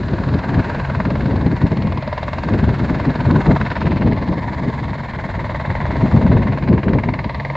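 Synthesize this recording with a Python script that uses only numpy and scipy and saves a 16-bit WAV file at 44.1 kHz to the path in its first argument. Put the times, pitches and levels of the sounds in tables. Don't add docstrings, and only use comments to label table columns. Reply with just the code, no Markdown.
import sys
import numpy as np
from scipy import signal
from scipy.fft import rfft, irfft
from scipy.io import wavfile
from scipy.ndimage import uniform_filter1d

SR = 44100
rng = np.random.default_rng(int(sys.argv[2]) if len(sys.argv) > 2 else 0)


def output_pcm(signal):
    pcm = np.clip(np.atleast_2d(signal).T, -1, 1) * 32767
    wavfile.write(sys.argv[1], SR, np.round(pcm).astype(np.int16))


N = 333396
BLADE_HZ = 19.45
SIDES = np.array([[1], [-1]])


def undb(db):
    return 10 ** (np.asarray(db) / 20)


def unit(x):
    return x / np.sqrt(np.mean(x ** 2))


def curves(table):
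    s, *columns = np.transpose(table)
    return [np.interp(np.arange(N) / SR, s, c) for c in columns]


def butter(x, hz, kind, order):
    return signal.sosfilt(signal.butter(order, hz, kind, fs=SR, output="sos"), x)


def walk(rate_per_s):
    hold = int(SR / rate_per_s)
    steps = np.repeat(rng.standard_normal(N // hold + 1), hold)
    slewed = uniform_filter1d(uniform_filter1d(steps, hold), hold)
    return unit(slewed[:N])


# time [s], mean buffet level [dB], thud level below about 100 Hz without gusts [dB].
BREEZE = [(0, -25.5, -26.5), (.45, -22.5, -28.5), (.85, -28, -25), (1.3, -19, -26), (1.9, -25, -24),
          (2.2, -32.5, -29), (2.55, -14.5, -23.5), (2.75, -22.5, -23.5), (3.2, -18.5, -25), (3.7, -28, -27),
          (4.0, -20.5, -23), (4.5, -26.5, -29.5), (4.75, -26, -25), (5.1, -31.5, -31.5), (5.4, -24.5, -25),
          (5.6, -31.5, -26.5), (6.35, -14, -17.5), (6.6, -23, -29), (6.78, -13.5, -23.5), (6.84, -28, -34),
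          (7.0, -21, -25), (7.3, -28, -28.5), (7.56, -31, -30.5)]
# middle [s], peak [dB], width at 1/e power [ms], rasp minus peak [dB].
GUSTS = [(0.173, -18.5, 106, -8.5), (0.28, -13.5, 46, -8), (0.353, -14.5, 45, -11.5),
         (0.562, -12, 71, -11.5), (0.786, -19.5, 35, -9), (0.993, -18.5, 36, -17.3),
         (1.102, -22.5, 114, -7.2), (1.237, -15, 62, -11.4), (1.327, -17, 79, -8), (1.476, -14, 32, -8),
         (1.527, -14, 19, -12.0), (1.647, -14, 38, -17), (1.726, -11, 24, -7), (1.808, -18.4, 26, -8.5),
         (1.855, -13.5, 36, -13), (2.514, -18.5, 38, -10), (2.637, -8.5, 19, -10.0), (2.823, -16.5, 42, -7),
         (2.917, -14.6, 54, -7.5), (3.1, -15.5, 30, -10), (3.158, -21, 15, -17.4), (3.287, -12.5, 38, -10),
         (3.366, -13.5, 110, -11), (3.495, -10, 64, -6), (3.627, -20, 45, -17), (3.789, -16, 22, -24),
         (3.88, -19, 78, -7.5), (4.05, -15, 120, -7.5), (4.128, -12.5, 29, -10), (4.306, -16, 44, -9.5),
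         (4.685, -21, 62, -6.5), (5.698, -17, 34, -20), (5.891, -21, 28, -23), (6.033, -11.5, 30, -12.5),
         (6.149, -14.5, 24, -9), (6.249, -13.5, 68, -12), (6.317, -11, 26, -13.5), (6.374, -12, 24, -7),
         (6.717, -10, 65, -10), (6.891, -14.5, 63, -8), (6.952, -13, 58, -5), (7.086, -16.5, 48, -10.9)]


def gusts(breeze_rasp_db=-9.5, rasp_growth_db_per_db=0.15, middling_wind_db=-20.5,
          wander_db=1.8, wander_per_s=30, thud_follows=0.45):
    ms = np.arange(int(N / SR * 1000) + 2)
    middle_s, peak_db, length_ms, gust_rasp_db = np.transpose(GUSTS)[:, :, None]
    swell_power = undb(peak_db) ** 2 * np.exp(-(2 * (ms - 1000 * middle_s) / length_ms) ** 2)

    def summed(power):
        return np.interp(np.arange(N) / SR * 1000, ms, power.sum(axis=0))

    breeze_db, thud_db = curves(BREEZE)
    breeze_power = undb(breeze_db + wander_db * walk(wander_per_s)) ** 2
    buffet = np.sqrt(breeze_power + summed(swell_power))
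    rasp_db = breeze_rasp_db + rasp_growth_db_per_db * (breeze_db - middling_wind_db)
    rasp_power = breeze_power * undb(rasp_db) ** 2 + summed(swell_power * undb(gust_rasp_db) ** 2)
    thud = undb(thud_db) * (buffet / undb(breeze_db)) ** thud_follows
    return thud, buffet, np.sqrt(rasp_power)


def wind(left_db=0.65, apart_db=-26, flutter_db=2.5, flutter_per_s=55):
    thud_gain, buffet_gain, rasp_gain = gusts()
    pressures = []
    for _ in range(2):
        flutter = flutter_db * walk(flutter_per_s)
        air = rng.standard_normal((3, N))
        thud = butter(butter(air[0], 110, "low", order=3), 60, "high", order=3)
        buffet = butter(butter(air[1], 229.4, "low", order=4), 84.8, "high", order=3)
        rasp = butter(air[2], 250, "low", order=2)
        rasp = butter(butter(rasp, 1100, "low", order=3), 290, "high", order=3)
        pressures.append(thud_gain * unit(thud)
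                         + buffet_gain * unit(buffet * undb(flutter))
                         + rasp_gain * unit(rasp * undb(0.81 * flutter)))
    shared, apart = pressures
    return undb(left_db * SIDES) * shared + undb(apart_db) * SIDES * apart


# frequency [Hz], level before waver [dB rms].
HUM = [(58.4, -40.5), (69.3, -42), (138.6, -32.5)]


def hum(waver_db=2, waver_rad=.8):
    t = np.arange(N) / SR
    total = 0
    for hz, db in HUM:
        tone = np.sin(2 * np.pi * hz * t + waver_rad * walk(4))
        total = total + undb(db) * np.sqrt(2) * undb(waver_db * walk(5)) * tone
    return total


# frequency [Hz], relative density [dB per Hz].
PATH = [(210, -45.5), (440, -10.5), (620, 0), (800, -8), (950, 0.5), (1090, -4), (1290, -18.5), (1750, -10),
        (2150, -10.5), (2350, -21.5), (2950, -31.5), (4050, -27), (5700, -43.5), (7300, -43), (9000, -62.5)]


def over_field(x):
    hz, db = np.transpose(PATH)
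    log_hz = np.log(np.arange(1025) * SR / 2048 + 1)
    log_gain = np.interp(log_hz, np.log(hz), db) * np.log(10) / 20
    cepstrum = irfft(log_gain)
    cepstrum[1:1024] *= 2
    cepstrum[1025:] = 0
    impulse = irfft(np.exp(rfft(cepstrum)))
    return signal.fftconvolve(x, impulse)[:N]


# time [s], loudest moment after the blade mark [ms].
SWISH = [(0, 34.6), (2, 26), (4, 15), (6, 3), (7.56, 1.3)]
# time [s], roar before trim [dB], treble minus roar [dB],
# filling of the ground notches near 1.4 kHz [dB] and near 2.7 kHz [dB].
ROAR = [(0, -32.5, -13.5, 7.5, 4), (.6, -26, -16.5, 7.5, 5), (1.1, -29, -16, 5.5, 4.5),
        (1.5, -30.5, -15.5, 4.5, 3.5), (2, -31, -16, 0.5, 4.5), (2.6, -28.5, -15.5, 7, 3.5),
        (3.5, -27, -16.5, 6, 2.5), (3.9, -31, -14, 4, 6.5), (4.3, -30, -16.5, -0.5, 0.5),
        (5, -31.5, -16, 2, -0.5), (6, -27.5, -15, 2, 1), (6.8, -31.5, -18, 1.5, 5.5),
        (7.56, -32.5, -14.5, -5.5, 1.5)]


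def wash(swish_db=2.0, bright_swish_db=2.5, top_swish_db=1.0, split_hz=3000, flicker_db=1.25, trim_db=-2.5):
    roar_db, treble_db = curves(ROAR)[:2]
    turn = BLADE_HZ * (np.arange(N) / SR - curves(SWISH)[0] / 1000)
    swell = np.cos(2 * np.pi * turn) * (1 + 0.47 * walk(3.4))
    edges_hz = 250 * 2 ** np.arange(0, 5.5, .5)
    bands = 0
    for pair in zip(edges_hz, edges_hz[1:]):
        band = butter(rng.standard_normal(N), pair, "band", order=2)
        bands = bands + band * undb(flicker_db * walk(5))
    air = over_field(bands)
    body = unit(butter(air, split_hz, "low", order=4)) * undb(swish_db * swell)
    top = unit(butter(air, split_hz, "high", order=4)) * undb(treble_db + bright_swish_db * swell)
    top = top + (undb(top_swish_db * swell) - 1) * butter(top, 4800, "high", order=4)
    return undb(roar_db + trim_db) * (body + top)


# time [s], arrival after the blade mark [ms], mean chop level below 1.3 kHz [dB],
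# snap up to 2.9 kHz minus chop [dB], crack above minus chop [dB].
VORTICES = [
    [(0, 33, -41, 4, -5.5), (.5, 30, -36.5, -3.5, -12.5), (1.0, 25.5, -31, -2.5, -18),
     (1.6, 23, -36.5, -7.5, -14.5), (2.2, 20.5, -30.5, -5, -14), (2.8, 18, -35, -4.5, -14),
     (3.4, 20.5, -26.5, -12.5, -18.5), (4.0, 20.5, -39, -10.5, -13), (4.6, 21.5, -36.5, -8, -16),
     (5.5, 18, -41, -3, -15.5), (6.2, 17, -55, -5, -12.5)],
    [(2.8, 15, -55, -12, -16), (3.3, 14, -31, -3.5, -24), (3.6, 14, -31.5, -0.5, -14.5),
     (4.2, 10, -36, -4, -13.5), (5, 7.4, -42, -2, -20.5), (5.9, 4.46, -38.5, -3.5, -12.5),
     (6.4, 3.93, -34.5, -2.5, -15.5), (7.0, 3.5, -41.5, -1, -11.5), (7.56, 5, -33, -11, -23)],
    [(3.2, 6, -59, -7, -11), (3.7, 3, -35, -1, -9), (4.5, 0, -42, -9, -17), (5.3, -5, -33.5, -3, -20.5),
     (5.7, -5, -32, -4, -21.5), (6.1, -5.5, -29, -10, -23), (6.7, -6.5, -33, -1, -18),
     (7.2, -6, -34.5, 3, -11.5), (7.56, -4, -31, -3.5, -17.5)],
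]
# low edge [Hz], high edge [Hz], rise [ms], fade [ms].
VOICES = [(350, 1240, 1.2, 3.7), (1278, 2940, 1.9, 4.2), (2920, 5340, 2.8, 4.5)]


def slaps(vortex, jitter_ms=.5, lead_ms=3.8, alike=0.75, ragged_db=2.5, size_db=1.6,
          wander_db=1.27, wander_per_s=2.8):
    lag_ms, chop_db, snap_db, crack_db = curves(vortex)
    voices_db = [chop_db + db + wander_db * walk(wander_per_s) for db in (0, snap_db, crack_db)]
    marks_s = np.arange(int(N / SR * BLADE_HZ) + 1) / BLADE_HZ
    cuts = len(marks_s)
    mark_samples = np.minimum(marks_s * SR, N - 1).astype(int)
    start_ms = lag_ms[mark_samples] + jitter_ms * rng.standard_normal(cuts) - lead_ms
    age_ms = np.arange(1000) / SR * 1000
    starts = np.maximum((marks_s + start_ms / 1000) * SR, 0).astype(int)
    at = starts[:, None] + np.arange(len(age_ms))
    grain = signal.lfilter([1], [1, -alike], rng.standard_normal(at.shape), axis=0)
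    out = 0
    for (low_hz, high_hz, rise_ms, fade_ms), db in zip(VOICES, voices_db):
        envelope = (1 - np.exp(-age_ms / rise_ms)) ** 2 * np.exp(-age_ms / fade_ms)
        puffs = butter(grain * envelope, (low_hz, high_hz), "band", order=3)
        puffs *= undb(ragged_db * np.repeat(rng.standard_normal((cuts, 25)), 40, axis=1))
        size = undb(size_db * rng.standard_normal((cuts, 1)))
        puffs *= size / np.sqrt(np.sum(puffs ** 2, axis=1, keepdims=True))
        train = np.bincount(at.ravel(), puffs.ravel(), N)[:N]
        out = out + undb(db) * unit(over_field(train))
    return out


def notches(x):
    low_db, high_db = curves(ROAR)[2:]
    low = butter(x, (1200, 1700), "band", order=2)
    high = butter(x, (2300, 3100), "band", order=2)
    return x + (undb(low_db) - 1) * low + (undb(high_db) - 1) * high


def scene():
    blades = sum(slaps(vortex) for vortex in VORTICES)
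    craft = notches(blades + wash()) + hum()
    skew = 0.068 * np.gradient(craft)
    return np.array([craft - skew, craft + skew]) + wind()


def record(dry, voice_stop_hz=8490, top_hz=15750, hiss_db=-75):
    voice_filter = signal.cheby2(10, 30, voice_stop_hz, fs=SR, output="sos")
    band = signal.sosfilt(voice_filter, np.clip(dry, -1, 1))
    mid, apart = rng.standard_normal((2, N))
    hiss = undb(hiss_db) * (undb(.35 * SIDES) * mid + undb(-19) * SIDES * apart)
    top_filter = signal.ellip(10, .2, 70, top_hz, fs=SR, output="sos")
    return np.clip(signal.sosfilt(top_filter, band + hiss), -1, 1)


dry = scene()
out = record(dry)
output_pcm(out)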